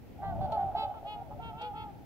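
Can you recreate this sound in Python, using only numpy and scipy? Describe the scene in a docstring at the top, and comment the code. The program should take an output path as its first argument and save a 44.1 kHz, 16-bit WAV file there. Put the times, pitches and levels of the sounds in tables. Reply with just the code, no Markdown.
"""An open lake, where a flock of swans honks in overlapping calls.
Each honk is a pitch arch, strongest on its second harmonic, that blares with brassy overtones
around its top. Soft hoots, mostly from farther birds, join a blur of calls; the shore echoes faintly.
Underneath, water ripples and a light wind buffets a softly hissing microphone."""
import sys
import numpy as np
from scipy import signal
from scipy.fft import rfft, irfft
from scipy.io import wavfile

SR = 44100
rng = np.random.default_rng(int(sys.argv[2]) if len(sys.argv) > 2 else 0)


def put_to_file(sound):
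    """Save the sound as 16-bit audio at rate SR, in the file named by the first command-line argument."""
    columns = np.atleast_2d(sound).T  # one column per channel
    safe = np.clip(columns, -1, 1)
    whole_steps = np.round(safe * 32767)
    wavfile.write(sys.argv[1], SR, whole_steps.astype(np.int16))


N = 90404
TIME = np.arange(N) / SR


def amp(db):
    """Decibels to gain."""
    return 10 ** (np.asarray(db) / 20)


def unit(x):
    """Scales to rms 1."""
    return x / np.sqrt(np.mean(abs(x) ** 2) + 1e-20)


def read(points, hz):
    """Reads a curve on a log-frequency axis."""
    f, value = np.transpose(points)
    return np.interp(np.log(hz + 1), np.log(f + 1), value)


def wander(rate_hz):
    """Smooth random motion up to a rate."""
    f = np.fft.rfftfreq(N, 1 / SR)
    return unit(irfft(rfft(rng.standard_normal(N)) / (1 + (f / rate_hz) ** 2) ** 2, N))


def noise(spectrum, likeness):
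    """Stereo coloured noise at rms 1, with a given likeness between the sides."""
    colour = amp(read(spectrum, np.fft.rfftfreq(N, 1 / SR)))
    left, other = irfft(rfft(rng.standard_normal((2, N))) * colour, N)
    return unit(np.array([left, likeness * left + np.sqrt(1 - likeness ** 2) * other]))


def gate(t, start, end, attack, release):
    """Rounded attack, hold and release."""
    ramp = np.minimum((t - start) / attack, (end - t) / release)
    return np.sin(np.pi / 2 * np.clip(ramp, 0, 1)) ** 2


def swell(t, centre, half_s):
    """A bell-shaped rise and fall."""
    return np.exp(-((t - centre) / half_s) ** 2 / 2)


# Colour of the noise floor: freq_hz, gain_db
HISS_COLOUR = [(100, -3), (5000, -4.5), (8000, -10), (10000, -9), (12500, -4), (15500, -1)]
def hiss():
    """The microphone's own steady, wide hiss."""
    return noise(HISS_COLOUR, likeness=0) * amp(-68.5)


# Colour of the ripples: freq_hz, gain_db
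WATER_COLOUR = [(30, -17.5), (250, 6), (450, 0), (1200, -18), (2500, -19.5), (4000, -30), (7000, -38.5),
                (15000, -50.5)]
def water():
    """Rippling water: a low wash with a gently wavering level."""
    return noise(WATER_COLOUR, likeness=0.19) * amp(-55 + wander(rate_hz=8.4))


# Colour of the wind rumble: freq_hz, gain_db
WIND_COLOUR = [(15, -19), (50, -7.5), (100, -3), (150, -8.5), (300, -19.5), (1000, -46.5), (3000, -73)]
# Gusts: peak_s, half_length_s, level_db
GUSTS = [(0.277, 0.035, -42), (0.4, 0.075, -37), (.66, 0.17, -47), (1.436, 0.12, -48),
         (1.791, 0.062, -50.5)]
def wind():
    """Lumpy gusts over a light breeze buffet the microphone, harder on the left."""
    breeze = amp(-53.5)
    gust_power = sum((amp(db) * swell(TIME, peak, half)) ** 2 for peak, half, db in GUSTS)
    rumble = noise(WIND_COLOUR, likeness=0.21) * np.sqrt(breeze ** 2 + gust_power)
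    return rumble * amp(wander(rate_hz=82)) * amp([[2], [0]])


# Colour of the distant flock: freq_hz, gain_db
FLOCK_COLOUR = [(300, -28), (520, -8), (600, -1), (720, 6.5), (860, 5.5), (980, -15.5), (1100, -19),
                (1400, -18.5), (1800, -35.5), (3200, -34), (6000, -57.5)]
# Its rise and fade: time_s, level_db
FLOCK_FADER = [(.16, -68), (.22, -49.5), (.5, -40), (.85, -46), (1.1, -53.5), (1.6, -57), (1.85, -60.5)]
def flock():
    """Distant calls blur into one band of noise near the centre."""
    return noise(FLOCK_COLOUR, likeness=0.96) * amp(np.interp(TIME, *np.transpose(FLOCK_FADER)))


def shore(calls, level_db=-11.5, t60_s=0.57, dull_hz=2500):
    """A faint, dull tail of scattered echoes from the water and the bank."""
    taps = rng.standard_normal((2, SR)) * (rng.random((2, SR)) < .05)
    taps *= amp(-60 * TIME[:SR] / t60_s)
    taps /= np.linalg.norm(taps, axis=1, keepdims=True)
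    tail = signal.lfilter(*signal.butter(1, dull_hz, fs=SR), taps)
    return amp(level_db) * signal.fftconvolve(calls, tail, axes=1)[:, :N]


# Soft single-tone hoots, mostly far calls, plus the strong closing note of one near honk:
# start_s, end_s, start_hz, end_hz, level_db
HOOTS = [ (0.178, 0.243, 807.7, 829, -48), (0.18, 0.237, 702, 742, -50), (0.224, 0.271, 663, 567, -52),
         (0.263, 0.404, 693.6, 665.5, -40.5), (0.366, 0.574, 599.7, 594, -47.5),
         (0.38, 0.483, 667, 673, -48.5), (0.516, 0.595, 660.4, 703, -37), (.742, 0.778, 695, 748, -31),
         (0.822, 0.893, 598, 570, -46), (0.823, 0.927, 797, 808, -42), (1.014, 1.075, 675, 676, -47.5),
         (1.019, 1.093, 581, 546, -54.5), (1.091, 1.234, 687, 733, -54.5), (1.209, 1.233, 785, 785, -40.5),
         (1.251, 1.287, 662, 630, -51.5), (1.286, 1.38, 561.5, 600, -50), (1.386, 1.411, 732, 733, -39.5),
         (1.485, 1.601, 691.4, 759, -53), (1.588, 1.638, 675, 653, -50)]
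def hoot(start, end, start_hz, end_hz, level_db, edge_s=0.013):
    """A swan's note heard as one wavering, gliding tone."""
    hz = np.interp(TIME, [start, end], [start_hz, end_hz]) * (1 + 0.01283 * wander(rate_hz=77.6))
    flutter = 1 + 0.38 * wander(rate_hz=30)
    envelope = amp(level_db) * gate(TIME, start, end, edge_s, edge_s) * flutter
    return np.sqrt(2) * envelope * np.sin(2 * np.pi * np.cumsum(hz) / SR)


# Colour of a voice crack: freq_hz, gain_db
CRACK_COLOUR = [(1000, -19), (2600, -2), (4300, 1), (6000, -12), (10000, -23), (14000, -26)]
# Voice cracks: peak_s, level_db
CRACKS = [(.524, -53), (1.621, -53)]
def voice_cracks():
    """The voice cracks as it breaks into a blare: a bright tick of noise."""
    bursts = sum(amp(db) * swell(TIME, peak, half_s=0.0038) for peak, db in CRACKS)
    return noise(CRACK_COLOUR, likeness=-0.16) * bursts


# Direction of the near swans, from 0 to 1: time_s, bearing
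BEARING = [(.8, 0.67), (1.1, 0.96)]
# Phase between the microphone ports at bearing 1: freq_hz, left_lead_rad
PORT_PHASE = [(850, -0.23), (1300, -1.2), (2150, -3), (2570, -5), (3000, -3.5), (3400, -4.5), (4400, -5),
              (12000, -16)]
# Balance between the ports: freq_hz, left_minus_right_db
PORT_BALANCE = [(850, -1.5), (1300, -3.5), (2200, 2.5), (5000, -5.5)]
def at_ports(phase, hz, time_s, scatter_rad, scatter_db):
    """One harmonic reaches the two microphone ports, each with its own phase and level."""
    bearing = np.interp(time_s, *np.transpose(BEARING))
    lead = (bearing * read(PORT_PHASE, hz) + scatter_rad) / 2
    tilt = amp(read(PORT_BALANCE, hz) / 2 + scatter_db)
    return np.array([tilt * np.cos(phase + lead), np.cos(phase - lead) / tilt])


def pitch_arch(t, start, top, end, start_hz, top_hz, end_hz):
    """The pitch eases into the top of a honk and bends away again."""
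    away = np.where(t < top, (top - t) / (top - start + 1e-9), (t - top) / (end - top + 1e-9))
    bend = np.sin(np.pi / 2 * away ** 1.32) ** 2 / 2 + away ** 2 / 2
    return top_hz + (np.where(t < top, start_hz, end_hz) - top_hz) * bend


# Resonances of windpipe and bill: freq_hz, gain_db
THROAT = [(390, -29), (438, -21), (495, -1.5), (700, 0), (850, -1.5), (910, -4), (975, -18.5),
          (1170, -19.5), (1340, -13), (1550, -21.5), (1750, -32.5), (2200, -18), (2600, -16.5), (3000, -15),
          (3400, -12.5), (3850, -27), (4300, -25.5), (4750, -33), (5200, -43), (5800, -53), (9000, -55.5),
          (11500, -48)]
# Near honks: start_s, top_s, end_s, start_hz, top_hz, end_hz,
# level_db, low_overtones_db, treble_db, upper_treble_db, rasp_amount
HONKS = [ (.215, 0.274, 0.35, 386.8, 393.8, 348.2, -38.5, 2, -19.5, -14.5, 0.59),
         (.408, 0.436, 0.48, 381.5, 384.1, 353, -34, -11, -23.5, -12, 0.83),
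         (.518, 0.518, 0.59, 445, 440.5, 411, -30.5, -5, -18.5, -10.5, 0.63),
         (.562, 0.594, 0.72, 401.5, 399.1, 372.5, -31, -17.5, -34, -26, 0.26),
         (.570, 0.598, 0.66, 372.7, 370.5, 353, -36.5, -4.5, -23.5, -21.5, .1),
         (.748, 0.809, 0.88, 420.6, 438.2, 408, -32.5, -9, -7.5, -1.5, 0.15),
         (0.744, .785, 0.94, 399.5, 400, 364.2, -37.5, -3, -23.5, -8.5, 0.1),
         (0.936, 0.963, 1.006, 452, 446.5, 402, -46.5, 1.5, -11.5, -17, 1),
         (1.045, 1.111, 1.22, 397, 422.6, 392.3, -41, -4, -2, -0.5, 0.1),
         (1.101, 1.197, 1.27, 465.3, 470, 458, -49.5, -5.5, -20, -28, 0.27),
         (1.305, 1.339, 1.356, 421, 428, 418, -45.5, -3, -22, -27, 0.94),
         (1.396, 1.465, 1.535, 449.3, 456.8, 424, -43.5, 3.5, -0.5, -8, 0.24),
         (1.526, 1.625, 1.673, 424, 458.5, 484, -45.5, 5, 3, -5.5, 0.33),
         (1.606, 1.647, 1.73, 473, 493.4, 466, -46.5, 3.5, -1.5, -11, 0.4),
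         (1.604, 1.636, 1.742, 415.8, 424, 398.2, -38, -5.5, -14, -6, 0),
         (1.728, 1.803, 1.924, 409, 428, 392.7, -43, 1, -7, -2.5, 0),
         (1.734, 1.795, 1.89, 438.4, 452.5, 442, -45.5, 2.5, -2.5, -30, 0)]
def honk(start, top, end, start_hz, top_hz, end_hz, level_db, low_db, treble_db, upper_db, rasp_amount):
    """A harmonic voice, shaped by the throat, rasps just before its top, blares, then slackens."""
    rasp_lead_s, blare_half_s, slack_s, slack_db = 0.028, 0.047, 0.078, -3
    on, out = (TIME > start) & (TIME < end), np.zeros((2, N))
    t = TIME[on]
    hz = pitch_arch(t, start, top, end, start_hz, top_hz, end_hz) * (1 + .002 * wander(rate_hz=54)[on])
    rasp_depth = 0.011 + rasp_amount * swell(t, top - rasp_lead_s, half_s=0.015)
    rasp = rasp_depth * wander(rate_hz=248)[on]
    cycles = np.cumsum(hz) / SR + 0.047 * rasp
    soft = 1 - 1 / (1 + ((t - top) / blare_half_s) ** 6)  # 0 in the blare, 1 outside it
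    slack = np.clip((t - top) / slack_s, 0, 1) ** 2
    envelope = np.sqrt(2) * amp(level_db + slack_db * slack) * (1 + rasp / 2)
    envelope *= gate(t, start, end, attack=0.0075, release=0.023)
    for k, (offset, skew, lean) in enumerate(rng.standard_normal((30, 3)), 1):
        brassy = k > 2
        blare_db = np.interp(k * top_hz, [1950, 2300, 3500, 3900],
                             [low_db, treble_db, treble_db, upper_db])
        soft_db = np.interp(k * top_hz, [1950, 2300], [-5.5, -22])
        gain = amp(read(THROAT, k * hz) + brassy * blare_db + (k != 2) * soft_db * soft)
        phase = 2 * np.pi * (k * cycles + offset)
        # reflections off the ripples reach each port differently
        tone = at_ports(phase, k * hz, top, brassy * 0.11 * skew, brassy * 2.5 * lean)
        out[:, on] += envelope * gain * tone
    return out


def scene():
    """Near and far swans with their echoes, over wind, rippling water and microphone hiss."""
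    honks = voice_cracks() + sum(honk(*row) for row in HONKS)
    hoots = sum(hoot(*row) for row in HOOTS) * amp([[-1], [1]])  # a little to the right
    calls = honks + hoots
    return calls + flock() + water() + shore(calls) + wind() + hiss()


def record(dry, edge_hz=15800):
    """A steep low-pass trims the highest treble."""
    lowpass = signal.firwin(511, edge_hz, window=("kaiser", 9), fs=SR)
    return signal.oaconvolve(dry, lowpass[None], "same")


dry = scene()
out = record(dry)
put_to_file(out)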